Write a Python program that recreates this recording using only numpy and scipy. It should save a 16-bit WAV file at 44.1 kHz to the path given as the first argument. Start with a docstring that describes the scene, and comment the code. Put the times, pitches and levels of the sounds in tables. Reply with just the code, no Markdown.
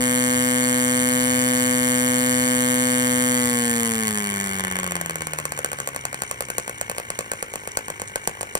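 """A hard buzz, flat out: a two-stroke model diesel swings a two-blade propeller on an outdoor bench,
close to a phone's two microphones. It fires on every turn; throttled back it starts to skip, then idles
on uneven single and double pops. Each firing is a thump and a sharp crack from the open exhaust.
The blades drone, a hiss swells as the throttle closes, and piston and intake tick between the pops."""
import sys
import numpy as np
from scipy import signal
from scipy.fft import rfft, irfft
from scipy.io import wavfile

SR = 44100
rng = np.random.default_rng(int(sys.argv[2]) if len(sys.argv) > 2 else 0)


def transcribe(u):
    """Save the signal u as a 16-bit wav file named by the first command-line argument.

    u: samples, shape (n,) or (channels, n), limited to [-1, 1]; the rate is SR.
    q: integer samples, one column per channel.
    """
    v = np.clip(np.atleast_2d(u).T, -1, 1)
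    q = np.round(v * 32767).astype(np.int16)
    wavfile.write(sys.argv[1], SR, q)


N = 378819
TIME = np.arange(N) / SR
FULL_SPEED_HZ = 125
SKIPS_FROM_S = 4.596  # from here on most turns fail to fire

# crankshaft speed, flat out and then winding down to idle: (time [s], speed [turns/s])
SPEED = [(0.3, 124.8), (2.6, 125.4), (3.31, 124.8), (3.49, 122.7), (3.8, 117.3), (4.0, 112.2), (4.2, 104.6),
         (4.6, 94.7), (4.85, 91.8), (5.05, 83.7), (5.6, 69.9), (6.5, 61.3), (7.6, 52.3), (8.59, 50.78)]
# throttle position: (time [s], opening [0-1])
THROTTLE = [(3.3, 0.78), (4.0, 0.63), (4.55, 0.69), (4.9, 0.39), (5.4, 0.2), (6.2, 0.2)]
# pops that stand out singly: (time [s], relative strength [dB], firings in a row [count])
POPS = [(3.8924, -1, 1), (4.0803, 4.5, 1), (4.1746, 2, 1), (4.401, 0.5, 1), (4.4414, -1.5, 1),
        (5.0126, -1, 1), (5.0604, -4, 1), (5.0965, -2.5, 2), (5.1571, -2.5, 1), (5.2074, -8, 2),
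        (5.27, -2.5, 1), (5.3346, -2, 1), (5.3869, -0.5, 2), (5.454, 0.5, 1), (5.5211, -2, 1),
        (5.576, -9, 2), (5.646, 3.5, 2), (5.717, -6, 2), (5.7874, -9, 2), (5.8743, -1, 2), (5.9471, -13, 2),
        (6.053, 0.5, 1), (6.129, -8, 2), (6.2202, 2, 2), (6.3123, 0.5, 1), (6.4072, 1, 2), (6.486, -13, 2),
        (6.5826, 5, 2), (6.6788, -5, 2), (6.8125, 1, 1), (6.8977, 0, 2), (6.9825, -1, 2), (7.103, 0.5, 1),
        (7.19, 1, 2), (7.3168, 0.5, 2), (7.4266, 0, 1), (7.538, -6.5, 2), (7.6747, -4.5, 1),
        (7.7719, 5.5, 2), (7.8827, -7.5, 2), (7.9981, -10, 2), (8.158, 2, 1), (8.275, 7, 2),
        (8.4101, -3.5, 2), (8.5528, 6, 2)]


def undb(db):
    """Decibels to gain."""
    return 10 ** (np.asarray(db) / 20)


def curve(table, at=TIME):
    """Read a two-column table along straight lines between its rows."""
    return np.interp(at, *np.transpose(table))


def slowing(at=TIME):
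    """How many octaves the shaft has dropped below full speed."""
    return np.log2(FULL_SPEED_HZ / curve(SPEED, at))


def colour(x, outline, size=2048):
    """Ring x through a causal response of unit energy, shaped as (frequency [Hz], level [dB])."""
    hz, db = np.transpose(outline)
    grid = np.maximum(np.arange(size // 2 + 1) * SR / size, 1)
    gain = undb(np.interp(np.log(grid), np.log(hz), db))
    cepstrum = irfft(np.log(gain))
    cepstrum[1:size // 2] *= 2  # fold to minimum phase
    cepstrum[size // 2 + 1:] = 0
    response = irfft(np.exp(rfft(cepstrum)))
    return signal.oaconvolve(x, response / np.linalg.norm(response))[:N]


def clicks(times, sizes, half_width=8):
    """Band-limited impulses, placed between samples."""
    place = times[:, None] * SR
    index = np.floor(place).astype(int) + np.arange(1 - half_width, half_width + 1)
    window = np.cos(np.pi * (index - place) / (2 * half_width)) ** 2
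    taps = sizes[:, None] * np.sinc(index - place) * window
    inside = (index >= 0) & (index < N)
    return np.bincount(index[inside], taps[inside], N)


def lag_lows(x, hz, width_hz):
    """A resonant allpass: the low notes of each pop come late, so it falls in pitch."""
    radius = np.exp(-np.pi * width_hz / SR)
    poles = [1, -2 * radius * np.cos(2 * np.pi * hz / SR), radius ** 2]
    return signal.lfilter(poles[::-1], poles, x)


def crank(waver=0.0022, waver_s=0.22):
    """Shaft angle in turns, hunting slightly; the exhaust port opens on whole turns."""
    hunting = np.interp(TIME / waver_s, np.arange(N // 1000), rng.standard_normal(N // 1000))
    turns = np.cumsum(curve(SPEED) * (1 + waver * hunting)) / SR
    # ease the angle so that every pop falls on a whole turn
    pop_times = np.sort(np.r_[np.array(POPS)[:, 0], SKIPS_FROM_S])
    slip = np.unwrap(np.interp(pop_times, TIME, turns) % 1, period=1)
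    return turns - np.interp(TIME, pop_times, slip)


def port_openings(turns, fall_db_per_octave=18.5, stumble_db=13, thump_growth=0.67, jitter_s=5e-6):
    """The gas let out on each turn: (time [s], relative thump [dB], relative crack [dB])."""
    times = np.interp(np.arange(np.ceil(turns[0]), turns[-1]), turns, TIME)
    burn_luck, puff_luck, jitter = rng.standard_normal((N // 100, 3))[:len(times)].T
    # starved of mixture, a strong firing tends to be followed by a weak one
    starved = 1 - curve(THROTTLE, times)
    uneven = (burn_luck - np.roll(burn_luck, 1)) / np.sqrt(2)
    swing_db = 2 * np.tanh(uneven / 2) * (stumble_db * starved - 1.86)
    strength_db = 0.67 - fall_db_per_octave * slowing(times) + swing_db
    popping, pop_db = pops(times, burn_luck)
    strength_db[popping] = pop_db
    running = times < SKIPS_FROM_S
    fires = running | np.isin(np.arange(len(times)), popping)
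    weight_db = np.where(running, 0.44, 5)  # fuel saved over skipped turns makes a heavier thump
    # a turn that fails to fire only puffs out unburnt gas
    thump_db = np.where(fires, weight_db + thump_growth * strength_db, -14 + 3 * puff_luck)
    crack_db = np.where(fires, strength_db, -25 + 3 * puff_luck)
    return times + jitter_s * jitter, thump_db, crack_db


def jet(times, sizes, decay_ms):
    """Turbulent gas after each opening: noise that swells and dies within a few milliseconds."""
    age = TIME[:SR // 100] * 1000 / decay_ms
    burst = age * np.exp(-age)
    envelope = signal.oaconvolve(clicks(times, sizes), burst / np.linalg.norm(burst))[:N]
    return envelope * rng.standard_normal(N)


def cooling_fins(x, bounce=0.85):
    """Short allpass loops: the blast bounces briefly between the cooling fins."""
    for lag in (3, 5, 8):  # samples
        gap = np.zeros(lag - 1)
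        x = signal.lfilter(np.r_[-bounce, gap, 1], np.r_[1, gap, -bounce], x)
    return x


def blasts(openings, thump_shape, crack_shape, step_db, rough_db, shock_db, jet_db, jet_ms):
    """A pressure step rings low and long; its shock front and the jet behind it make the crack."""
    times, thump_db, crack_db = openings
    step = clicks(times, undb(thump_db + step_db))
    roughness = jet(times, undb(thump_db + rough_db), decay_ms=1.0)
    thump = lag_lows(colour(step + roughness, thump_shape), hz=530, width_hz=930)
    shock = cooling_fins(clicks(times, undb(crack_db + shock_db)))
    hiss = jet(times, undb(crack_db + jet_db), jet_ms)
    return thump + colour(shock + hiss, crack_shape)


def exhaust(openings):
    """The bare exhaust port at close range; the throttle blends its open and shut voices."""
    # thump spectra, throttle open and shut: (frequency [Hz], relative level [dB])
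    thump_open = [(80, -13), (350, -17), (620, -18), (760, -9.5), (900, -17.5), (1120, -10), (1350, -14),
                  (1650, -4), (2200, -11), (2650, -23), (3000, -11.5), (3350, -11), (3800, -21.5),
                  (6000, -58)]
    thump_shut = [(60, -42), (150, 4.5), (300, -9), (420, 0.5), (550, 8.5), (850, 0.5), (980, -1.5),
                  (1120, 10.5), (1230, -0.5), (1550, 7.5), (2000, -16), (2600, 3.5), (3300, -23),
                  (6000, -25.5)]
    # crack spectra, throttle open and shut: (frequency [Hz], relative level [dB])
    crack_open = [(1500, -36), (3600, -12), (4800, -5.5), (5600, -17), (6900, 3), (8200, -0.5), (9100, -6),
                  (10500, 3), (12200, -11), (15500, -13)]
    crack_shut = [(1500, -27), (3600, -14.5), (4800, -7.5), (5600, -11), (6900, 1.5), (8200, -1),
                  (9100, 1.5), (10500, -5.5), (12200, -6), (15500, -11)]
    flat_out = blasts(openings, thump_open, crack_open,
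                      step_db=-1, rough_db=-18, shock_db=-3, jet_db=-3, jet_ms=0.63)
    idling = blasts(openings, thump_shut, crack_shut,
                    step_db=-5, rough_db=-10, shock_db=1, jet_db=-8, jet_ms=0.091)
    throttle = curve(THROTTLE)
    return throttle * flat_out + (1 - throttle) * idling


def propeller(turns, lead_turns=0.019, soften_db=9, gain_db=-25, fall_db_per_octave=26.5):
    """Each blade pushes a pressure wave past the microphones, rounder as the tips slow down."""
    # tones, the even ones favoured by two blades: (order [x shaft speed], relative level [dB])
    blade_orders = [(1, -14), (2, 1.5), (3, -31), (4, -3), (5, -11), (6, -72)]
    slowed = 1 - curve(SPEED) / FULL_SPEED_HZ
    angle = 2 * np.pi * (turns + lead_turns)
    tones = sum(undb(db - soften_db * slowed * max(order - 2, 0)) * np.cos(order * angle)
                for order, db in blade_orders)
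    return np.sqrt(2) * tones * undb(gain_db - fall_db_per_octave * slowing())


def once_a_turn(turns, place, width_turns, spread_db):
    """A bell-shaped pulse at one crank angle, with a new strength on each turn."""
    angle = turns - np.floor(turns[0]) - place + 2
    nearest = np.round(angle).astype(int)
    strength = undb(spread_db * rng.standard_normal(N // 100))
    return strength[nearest] * np.exp(-0.5 * ((angle - nearest) / width_turns) ** 2)


def mechanism(turns, gain_db=-39, throttle_db=3):
    """Piston, rod and intake rub and tick at fixed crank angles and ring the crankcase."""
    # rubs and ticks: (place in the turn [0-1], width [turns], relative level [dB])
    ticks = [(.28, 0.04, -2), (0.712, 0.067, -6.5), (0.929, .03, -6.5)]
    # ring of the crankcase: (frequency [Hz], relative level [dB])
    crankcase = [(1500, -31), (3000, 0), (5000, -4), (5900, 7), (6500, 11), (7500, 10), (8100, 4),
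                 (9100, 10), (10500, 1), (12500, -28), (15500, -27)]
    force = sum(undb(db) * once_a_turn(turns, place, width, spread_db=5.5) for place, width, db in ticks)
    ringing = colour(force * rng.standard_normal(N), crankcase)
    return ringing * undb(gain_db + throttle_db * curve(THROTTLE))


def intake(turns, gain_db=-32, fall_db=20):
    """One gulp of air a turn rings the intake tube, loudest through a half-closed throttle."""
    # ring of the tube: (frequency [Hz], relative level [dB])
    tube = [(900, -34), (1850, -16), (2280, -1), (2480, -13), (2900, -2.5), (5000, -47.5)]
    gulps = once_a_turn(turns, place=1, width_turns=0.13, spread_db=1)
    off_centre = (2 * curve(THROTTLE) - 1) ** 2
    return colour(gulps * rng.standard_normal(N), tube) * undb(gain_db - fall_db * off_centre)


def air(turns, chop=0.11, lag_turns=0.017, buffet_db=-45, fall_db_per_octave=6):
    """A hiss pulses twice a turn, over the rumble of the slipstream buffeting the microphones."""
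    # colour of the mid-pitched hiss: (frequency [Hz], relative level [dB])
    hiss_shape = [(25, -45), (60, -10), (130, -17), (300, -4), (420, 1), (620, -22.5), (900, -2.5),
                  (1230, -6), (1500, 3.5), (1900, -1), (2300, 1.5), (2700, -30), (6000, -17.5),
                  (15000, -21.5)]
    # swell of the mid-pitched hiss as the throttle closes: (time [s], level [dB])
    hiss_level = [(0, -54.5), (3.85, -51), (4.35, -37), (5.2, -41.5), (6.5, -43.5)]
    # rumble on the microphones: (frequency [Hz], relative level [dB])
    buffet_shape = [(20, -41), (55, -13.5), (110, -0.5), (190, -9.5), (300, -13), (700, -51), (2000, -51)]
    pulsing = 1 + chop * np.cos(4 * np.pi * (turns - lag_turns))
    hiss = colour(rng.standard_normal(N) * pulsing, hiss_shape) * undb(curve(hiss_level))
    buffet = colour(rng.standard_normal(N), buffet_shape)
    return hiss + buffet * undb(buffet_db - fall_db_per_octave * slowing())


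def pops(times, luck, stutter_until_s=4.98, stutter_every_turns=3.63, half_burnt_db=-4.5):
    """Which turns pop as the throttle closes, and how hard [dB]: a stutter, single pops and pairs."""
    # the stutter: two turns fire, then it misses until the mixture has built up again
    start, stop = np.abs(times[:, None] - [SKIPS_FROM_S, stutter_until_s]).argmin(axis=0)
    stutter = np.round(np.arange(start, stop, stutter_every_turns)).astype(int)
    stutter = np.r_[stutter, stutter + 1]
    stutter_db = -3.5 + 2.5 * luck[stutter]
    pop_times, first_db, in_a_row = np.transpose(POPS)
    first = np.abs(times[:, None] - pop_times).argmin(axis=0)
    paired = in_a_row == 2
    # the second firing of a pair burns what the first left
    second_db = 1 - 20 * np.log10(1 + undb(first_db[paired] - half_burnt_db))
    popping = np.r_[stutter, first, first[paired] + 1]
    return np.minimum(popping, len(times) - 1), np.r_[stutter_db, first_db, second_db]


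def boom(openings, idle_hz=46.4, idle_db=-5, fall_db_per_hz=0.84):
    """The slower the shaft, the more fuel gathers between firings, and the deeper each one sounds."""
    # boom of a full charge: (frequency [Hz], relative level [dB])
    boom_shape = [(40, -6), (200, -14), (300, -10.5), (470, 1), (800, -4), (1100, 1.5), (3000, -49.5)]
    times, thump_db, _ = openings
    charge_db = idle_db - fall_db_per_hz * (curve(SPEED, times) - idle_hz)
    blows = clicks(times, undb(thump_db + charge_db))
    return lag_lows(colour(blows, boom_shape), hz=480, width_hz=780)


def bench(x):
    """The direct sound with its echoes from within a few metres."""
    # echoes off the mount, bench and ground: (delay [ms], level [dB])
    echoes = [(.75, -44.5), (2.3, -21), (5.6, -19.5), (9.6, -28.5), (14.6, -29)]
    ms, db = np.transpose(echoes)
    response = clicks(ms / 1000, undb(db))[:SR // 40]
    return x + signal.oaconvolve(x, response)[:N]


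def yard(x, wet_db, t60_s, dull_hz, build_s=0.0087):
    """A diffuse tail from the things standing around, different at each microphone."""
    age = TIME[:SR // 4]
    tail = rng.standard_normal((2, len(age))) * undb(-60 * age / t60_s) * (1 - np.exp(-age / build_s))
    tail /= np.linalg.norm(tail, axis=1, keepdims=True)
    dulled = signal.sosfilt(signal.butter(1, dull_hz, fs=SR, output="sos"), x)
    return undb(wet_db) * signal.oaconvolve(dulled[None], tail, axes=1)[:, :N]


def microphones(x, size=512):
    """The close stereo pair: each microphone hears the engine with its own delay and colour."""
    # phase between the pair: (frequency [Hz], lead of the left [rad])
    lead = [(0, 0.5), (330, 0.01), (680, 1.62), (1020, 1.22), (1500, 3.5), (2300, 4.5), (2650, 4),
            (3150, 2.5), (4000, 7), (4900, 8), (6000, 4.5), (6800, 4), (7800, 2), (16000, -9)]
    # balance of the pair: (frequency [Hz], left minus right [dB])
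    tilt = [(60, -3), (220, 1.5), (400, -1), (650, 7), (1150, 4), (1700, 4.5), (2400, 3), (4400, -1.5),
            (8000, 1.8), (15000, -1)]
    grid = np.arange(size // 2 + 1) * SR / size
    left = undb(curve(tilt, grid) / 2)
    right = np.exp(-1j * curve(lead, grid)) / left
    responses = np.roll(irfft([left, right]), size // 2, axis=1)
    return signal.oaconvolve(x[None], responses, axes=1)[:, size // 2:size // 2 + N]


def scene():
    """One crankshaft drives everything, heard from beside the bench in the open air."""
    turns = crank()
    openings = port_openings(turns)
    firings = bench(exhaust(openings) + boom(openings))
    engine = firings + mechanism(turns) + intake(turns) + air(turns)
    near = yard(engine, wet_db=-8, t60_s=0.0028, dull_hz=15400)  # tank, mount and hands
    far = yard(engine, wet_db=-9, t60_s=0.093, dull_hz=5000)
    return microphones(engine + propeller(turns)) + near + far


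def record(dry, low_cut_hz=22, top_hz=16000):
    """The phone drops the deepest rumble, rounds the loudest cracks and cuts the top."""
    low_cut = signal.butter(2, low_cut_hz, "high", fs=SR, output="sos")
    top_cut = signal.ellip(10, 0.2, 80, top_hz, fs=SR, output="sos")
    rounded = np.tanh(signal.sosfilt(low_cut, dry))
    return signal.sosfilt(top_cut, rounded)


dry = scene()
out = record(dry)
transcribe(out)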